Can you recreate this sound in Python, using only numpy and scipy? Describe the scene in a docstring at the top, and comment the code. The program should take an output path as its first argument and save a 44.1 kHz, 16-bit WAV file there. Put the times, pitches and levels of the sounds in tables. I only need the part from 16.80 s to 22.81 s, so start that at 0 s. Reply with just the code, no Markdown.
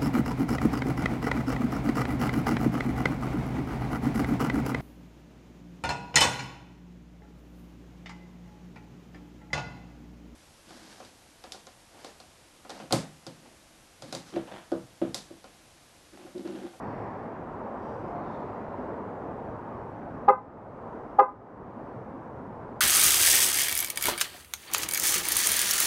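"""City traffic: engines hum and tyres roar and hiss throughout, made from coloured noise and a wavering tone.
First an SUV whirrs past among close tyre swishes; a brief faint moan and a slow swell of roar follow.
Then a two-note horn, built from partials, toots twice close by, and cars and shop fronts echo each toot.
Between the toots the engines ease to idle. A limiter ducks loud peaks and lets the street up again slowly."""
import sys
import numpy as np
from scipy import signal
from scipy.fft import rfft, irfft, next_fast_len
from scipy.io import wavfile
from scipy.ndimage import uniform_filter1d, minimum_filter1d, map_coordinates

SR = 44100
rng = np.random.default_rng(int(sys.argv[2]) if len(sys.argv) > 2 else 0)


def put_to_file(sound):
    """Save the sound as 16-bit audio at rate SR, in the file named by the first command-line argument."""
    columns = np.atleast_2d(sound).T  # one column per channel
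    safe = np.clip(columns, -1, 1)
    whole_steps = np.round(safe * 32767)
    wavfile.write(sys.argv[1], SR, whole_steps.astype(np.int16))


N = 264908

# Taps on the horn: start_s, level_db, length (times a normal tap)
HORN_TAPS = [(3.477, -1.6, 1.04), (4.383, -1.5, 1.1)]
# Partials of the lower horn, for a normal tap: pitch_hz, level_db, build_up_s, ring_down_s (to -60 dB)
LOW_HORN_PARTIALS = [(410, -12.5, .032, .06), (812, -3, .0135, .09), (1224, -3.6, .0215, .04),
                     (1650, -23.5, .02, .028), (2024, -24.5, .021, .08), (2850, -53, .022, .05)]
# Partials of the higher horn, for a normal tap: pitch_hz, level_db, build_up_s, ring_down_s (to -60 dB)
HIGH_HORN_PARTIALS = [(522, -9, .03, .072), (1013, -9.2, .0212, .088), (1533, -29.5, .0326, .14),
                      (2045, -35, .025, .1), (2505, -41, .018, .055), (2585, -46, .036, .06)]
# Echoes off road, cars and shop fronts, before the panels colour them: delay_s, level_db
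WALL_ECHOES = [(.00624, -15.5), (.02525, -16), (.02732, -13.5), (.04042, -18.5), (.05803, -24.5),
               (.06083, -24.5), (.08649, -27), (.11712, -39)]
# How small panels colour the echoes, with little bass: pitch_hz, gain_db
PANEL_COLOUR = [(350, -8), (550, -3.5), (850, 5), (1500, 1), (2600, -3.5)]
# How long scattered sound lasts in the street: pitch_hz, decay_s (to -60 dB)
STREET_DECAY = [(300, 0.3), (1000, 0.49), (3000, 0.21), (10000, 0.08)]
# Colour of tyre roar on asphalt: pitch_hz, relative_level_db (per Hz)
ROAR_COLOUR = [(90, -34.5), (180, -8), (225, 0), (330, -2.5), (460, -2), (620, -3.5), (950, -4.5),
               (1200, -11), (1500, -17.5), (1850, -23.5), (2400, -32.5), (3100, -41.5), (4000, -50),
               (8000, -87)]
# Colour of air squeezed from the treads: pitch_hz, relative_level_db (per Hz)
HISS_COLOUR = [(1500, -19.5), (3000, -3.5), (4800, -1), (6500, -5), (9000, -9.5), (12000, -13.5),
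               (15000, -14.5)]
# Wheels passing close: peak_s, half_length_s, level_db, pitch (times the usual swish)
CLOSE_WHEELS = [(0.117, 0.33, -75, 0.96), (1.122, 0.14, -72.5, 1.01), (1.3, .056, -78.5, 1.15),
                (1.52, 0.14, -69, 0.76), (1.9, .35, -80, 0.84)]
# Colour of the usual tread swish: pitch_hz, relative_level_db (per Hz)
SWISH_COLOUR = [(2000, -17), (2900, -1.5), (3600, -7), (4200, -6), (4750, 3.5), (5200, -6), (5600, -0.5),
                (6600, -13.5), (8000, -13), (11000, -27), (15000, -45)]
# Vehicles going by, roar before the body lift: loudest_s, time_to_half_power_s, level_db
VEHICLE_PASSES = [(.15, 0.19, -39.7), (1.55, 1, -38)]
# Colour of the SUV's whirr: pitch_hz, relative_level_db (per Hz)
WHIRR_COLOUR = [(1200, -29), (1600, -3), (1800, 3.5), (2100, -5.5), (2600, -13.5), (3300, -34), (5000, -60)]
# Colour of engine rumble: pitch_hz, relative_level_db (per Hz)
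RUMBLE_COLOUR = [(15, -28.5), (25, -12), (50, -9), (75, -5.5), (105, -1.5), (170, -2.5), (280, -9.5),
                 (420, -36.5), (800, -95)]

FAR_TRAFFIC_DB = -43  # steady roar of the rest of the street, before the body lift
HISS_DB, HISS_FOLLOWS = -81, 0.59  # hiss with far traffic alone, and the dB it gains for each dB of roar
PULL_DB, IDLE_DB = -48, -49  # engine base level when pulling gently, then idling
EASE_AT_S, EASE_S = 3.9, .3  # when and how slowly the engines drop to idle
TOP_HZ = 15400  # nothing is kept from here up


def amp(db):
    """Turn decibels into gain."""
    return 10 ** (np.asarray(db) / 20)


def unit(x):
    """Scale x to an average strength (rms) of 1."""
    return x / np.sqrt(np.mean(x ** 2) + 1e-20)


def along(points, hz):
    """Read values between (pitch, value) points, with pitch on a log axis."""
    f, v = np.transpose(points)
    return np.interp(np.log(hz + 1), np.log(f + 1), v)


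def wobble(rate):
    """A smooth random curve through `rate` random points a second."""
    knots = rng.standard_normal(int(N * rate / SR) + 4)
    return map_coordinates(knots, [np.arange(N) * rate / SR])


def filtered(x, response):
    """Multiply each frequency in x by its gain."""
    m = next_fast_len(N + SR // 2)
    gain = response(np.fft.rfftfreq(m, 1 / SR))
    return irfft(rfft(x, m) * gain, m)[:N]


def rush(spectrum, patchy_db):
    """Coloured noise of rms 1, with random louder and softer patches in time and pitch."""
    z = signal.stft(rng.standard_normal(N), nperseg=1024)[2]
    field = uniform_filter1d(rng.standard_normal(z.shape), size=5, axis=0)  # smooth across pitch
    field = uniform_filter1d(field, size=10, axis=1)  # smooth across time
    patchy = z * amp(patchy_db * unit(field))
    noise = signal.istft(patchy, nperseg=1024)[1][:N]
    return unit(filtered(noise, lambda hz: amp(along(spectrum, hz))))


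def toots():
    """Each tap sounds both horns, about a major third apart, and the street answers."""
    out = np.zeros(N)
    for start, db, length in HORN_TAPS:
        t = np.arange(N) / SR - start
        both = horn(LOW_HORN_PARTIALS, t, length) + horn(HIGH_HORN_PARTIALS, t, length)
        out += amp(db) * street(both)
    return out


def horn(partials, t, length, waver=0.005, sharpen=0.0056, rough=0.22, lag_hz=800):
    """The diaphragm builds up while the contact is closed, then each partial rings down in the trumpet."""
    tone = np.zeros(N)
    for hz, db, build, t60 in partials:
        driven = np.clip(t / (build * length), 0, 1)
        rise = np.sin(np.pi / 2 * driven) ** (1 + hz / lag_hz)  # overtones need a wide swing and come later
        fall = amp(-60 * np.maximum(t - build * length, 0) / t60)
        bend = sharpen * (driven - fall) * (t > 0)  # flat at the start, sharp as the swing dies
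        drift = np.cumsum(bend + waver * wobble(150) * driven) / SR
        chatter = 1 + rough * wobble(400)  # the contact breaker closes unevenly
        wave = np.sin(2 * np.pi * hz * (t + drift))
        tone += amp(db) * rise * fall * chatter * wave
    return tone


def street(x, scatter_db=-25):
    """Surfaces return distinct delayed echoes and a faint scattered tail that dies at its own rate per pitch."""
    hz, t, z = signal.stft(rng.standard_normal(SR // 2), SR, nperseg=256)
    decay = amp(-60 * t / along(STREET_DECAY, hz)[:, None])
    tail = signal.istft(z * decay, SR, nperseg=256)[1]
    scatter = signal.fftconvolve(x, tail / np.linalg.norm(tail))[:N]
    echoes = np.zeros(N)
    for delay, db in WALL_ECHOES:
        echoes += amp(db) * np.pad(x, (round(delay * SR), 0))[:N]
    coloured = filtered(echoes, lambda f: amp(along(PANEL_COLOUR, f)))
    return x + coloured + amp(scatter_db) * scatter


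def tyres(roar_db, body_db=0.44):
    """The roar and a thin, steadier hiss carry from the whole street; wheels that pass close add a swish."""
    t = np.arange(N) / SR
    roar = amp(roar_db + body_db + 0.32 * wobble(8.9)) * rush(ROAR_COLOUR, patchy_db=1.0)
    hiss_db = HISS_DB + HISS_FOLLOWS * (roar_db - FAR_TRAFFIC_DB)
    hiss = amp(hiss_db + 0.27 * wobble(14.0)) * rush(HISS_COLOUR, patchy_db=1.5)
    swish = np.zeros(N)
    for peak, width, db, pitch in CLOSE_WHEELS:
        tread = [(hz * pitch, level) for hz, level in SWISH_COLOUR]
        swell = np.exp(-((t - peak) / width) ** 2)
        swish += amp(db) * swell * rush(tread, patchy_db=3.0)
    return roar + hiss + swish


def passing_db():
    """Each vehicle's roar falls with the square of its distance, over the steady far traffic."""
    t = np.arange(N) / SR
    near = np.zeros(N)
    for peak, width, db in VEHICLE_PASSES:
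        near += amp(db) ** 2 / (1 + ((t - peak) / width) ** 2)
    return 10 * np.log10(amp(FAR_TRAFFIC_DB) ** 2 + near)


def overtaker(at=0.2, width=.42, level_db=-58.0):
    """A mid-pitched whirr swells as the SUV draws level, and fades as it pulls ahead (times in s)."""
    t = np.arange(N) / SR
    swell = np.exp(-((t - at) / width) ** 2)
    return amp(level_db) * swell * rush(WHIRR_COLOUR, patchy_db=-0.5)


def moan(pitch_hz=705, level_db=-35.5, at=1.36, width=.055):
    """A brief faint tone with a wavering pitch rises out of the traffic (times in s)."""
    swell = np.exp(-((np.arange(N) / SR - at) / width) ** 2)
    turns = np.cumsum(pitch_hz * (1 + 0.0053 * wobble(40))) / SR
    return amp(level_db) * swell * np.sin(2 * np.pi * turns)


def engines(level_db, firing_hz=110, hum_db=-10, rumble_db=1.5):
    """Exhaust rumble, with the unsteady firing note of the nearest engine; both are set against level_db."""
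    turns = np.cumsum(firing_hz * (1 + .035 * wobble(7))) / SR
    hum = unit(np.sin(2 * np.pi * turns) * amp(4 * wobble(5.3)))
    rumble = rush(RUMBLE_COLOUR, patchy_db=2.0)
    return amp(level_db) * (amp(hum_db) * hum + amp(rumble_db) * rumble)


def throttle_db():
    """The engines pull gently, then ease off to idle as the queue slows."""
    eased = (1 + np.tanh((np.arange(N) / SR - EASE_AT_S) / EASE_S)) / 2
    return PULL_DB + (IDLE_DB - PULL_DB) * eased


def lag(x, seconds):
    """Smooth x so it follows changes with a short delay."""
    pole = np.exp(-1 / (seconds * SR))
    return signal.lfilter([1 - pole], [1, -pole], x)


def limiter(x, ceiling_db=-5.5, attack=0.00012, step_db=0.9, step_edge=.00009):
    """Peaks push the gain down in small steps, which tick; it holds, then creeps back up (times in s)."""
    hold, release_db = .2, 19  # s, dB a second
    needed_db = np.minimum(ceiling_db - 20 * np.log10(np.abs(x) + 1e-9), 0)
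    half = int(hold * SR / 2)
    held_db = minimum_filter1d(needed_db, 2 * half + 1, origin=half)
    ramp_db = release_db * np.arange(N) / SR
    # the running minimum lets the gain rise no faster than the ramp
    released_db = np.minimum.accumulate(held_db - ramp_db) + ramp_db
    gain_db = lag(released_db, attack)
    stepped_db = step_db * np.round(gain_db / step_db)
    return x * amp(lag(stepped_db, step_edge))


def scene():
    """Add the traffic and the horn close by."""
    traffic = engines(throttle_db()) + tyres(passing_db()) + overtaker() + moan()
    return (traffic + toots())[None]


def record(dry):
    """Limit loud peaks, then keep only what lies below the top frequency."""
    limited = limiter(dry[0])
    return filtered(limited, lambda hz: hz < TOP_HZ)[None]


dry = scene()
out = record(dry)
put_to_file(out)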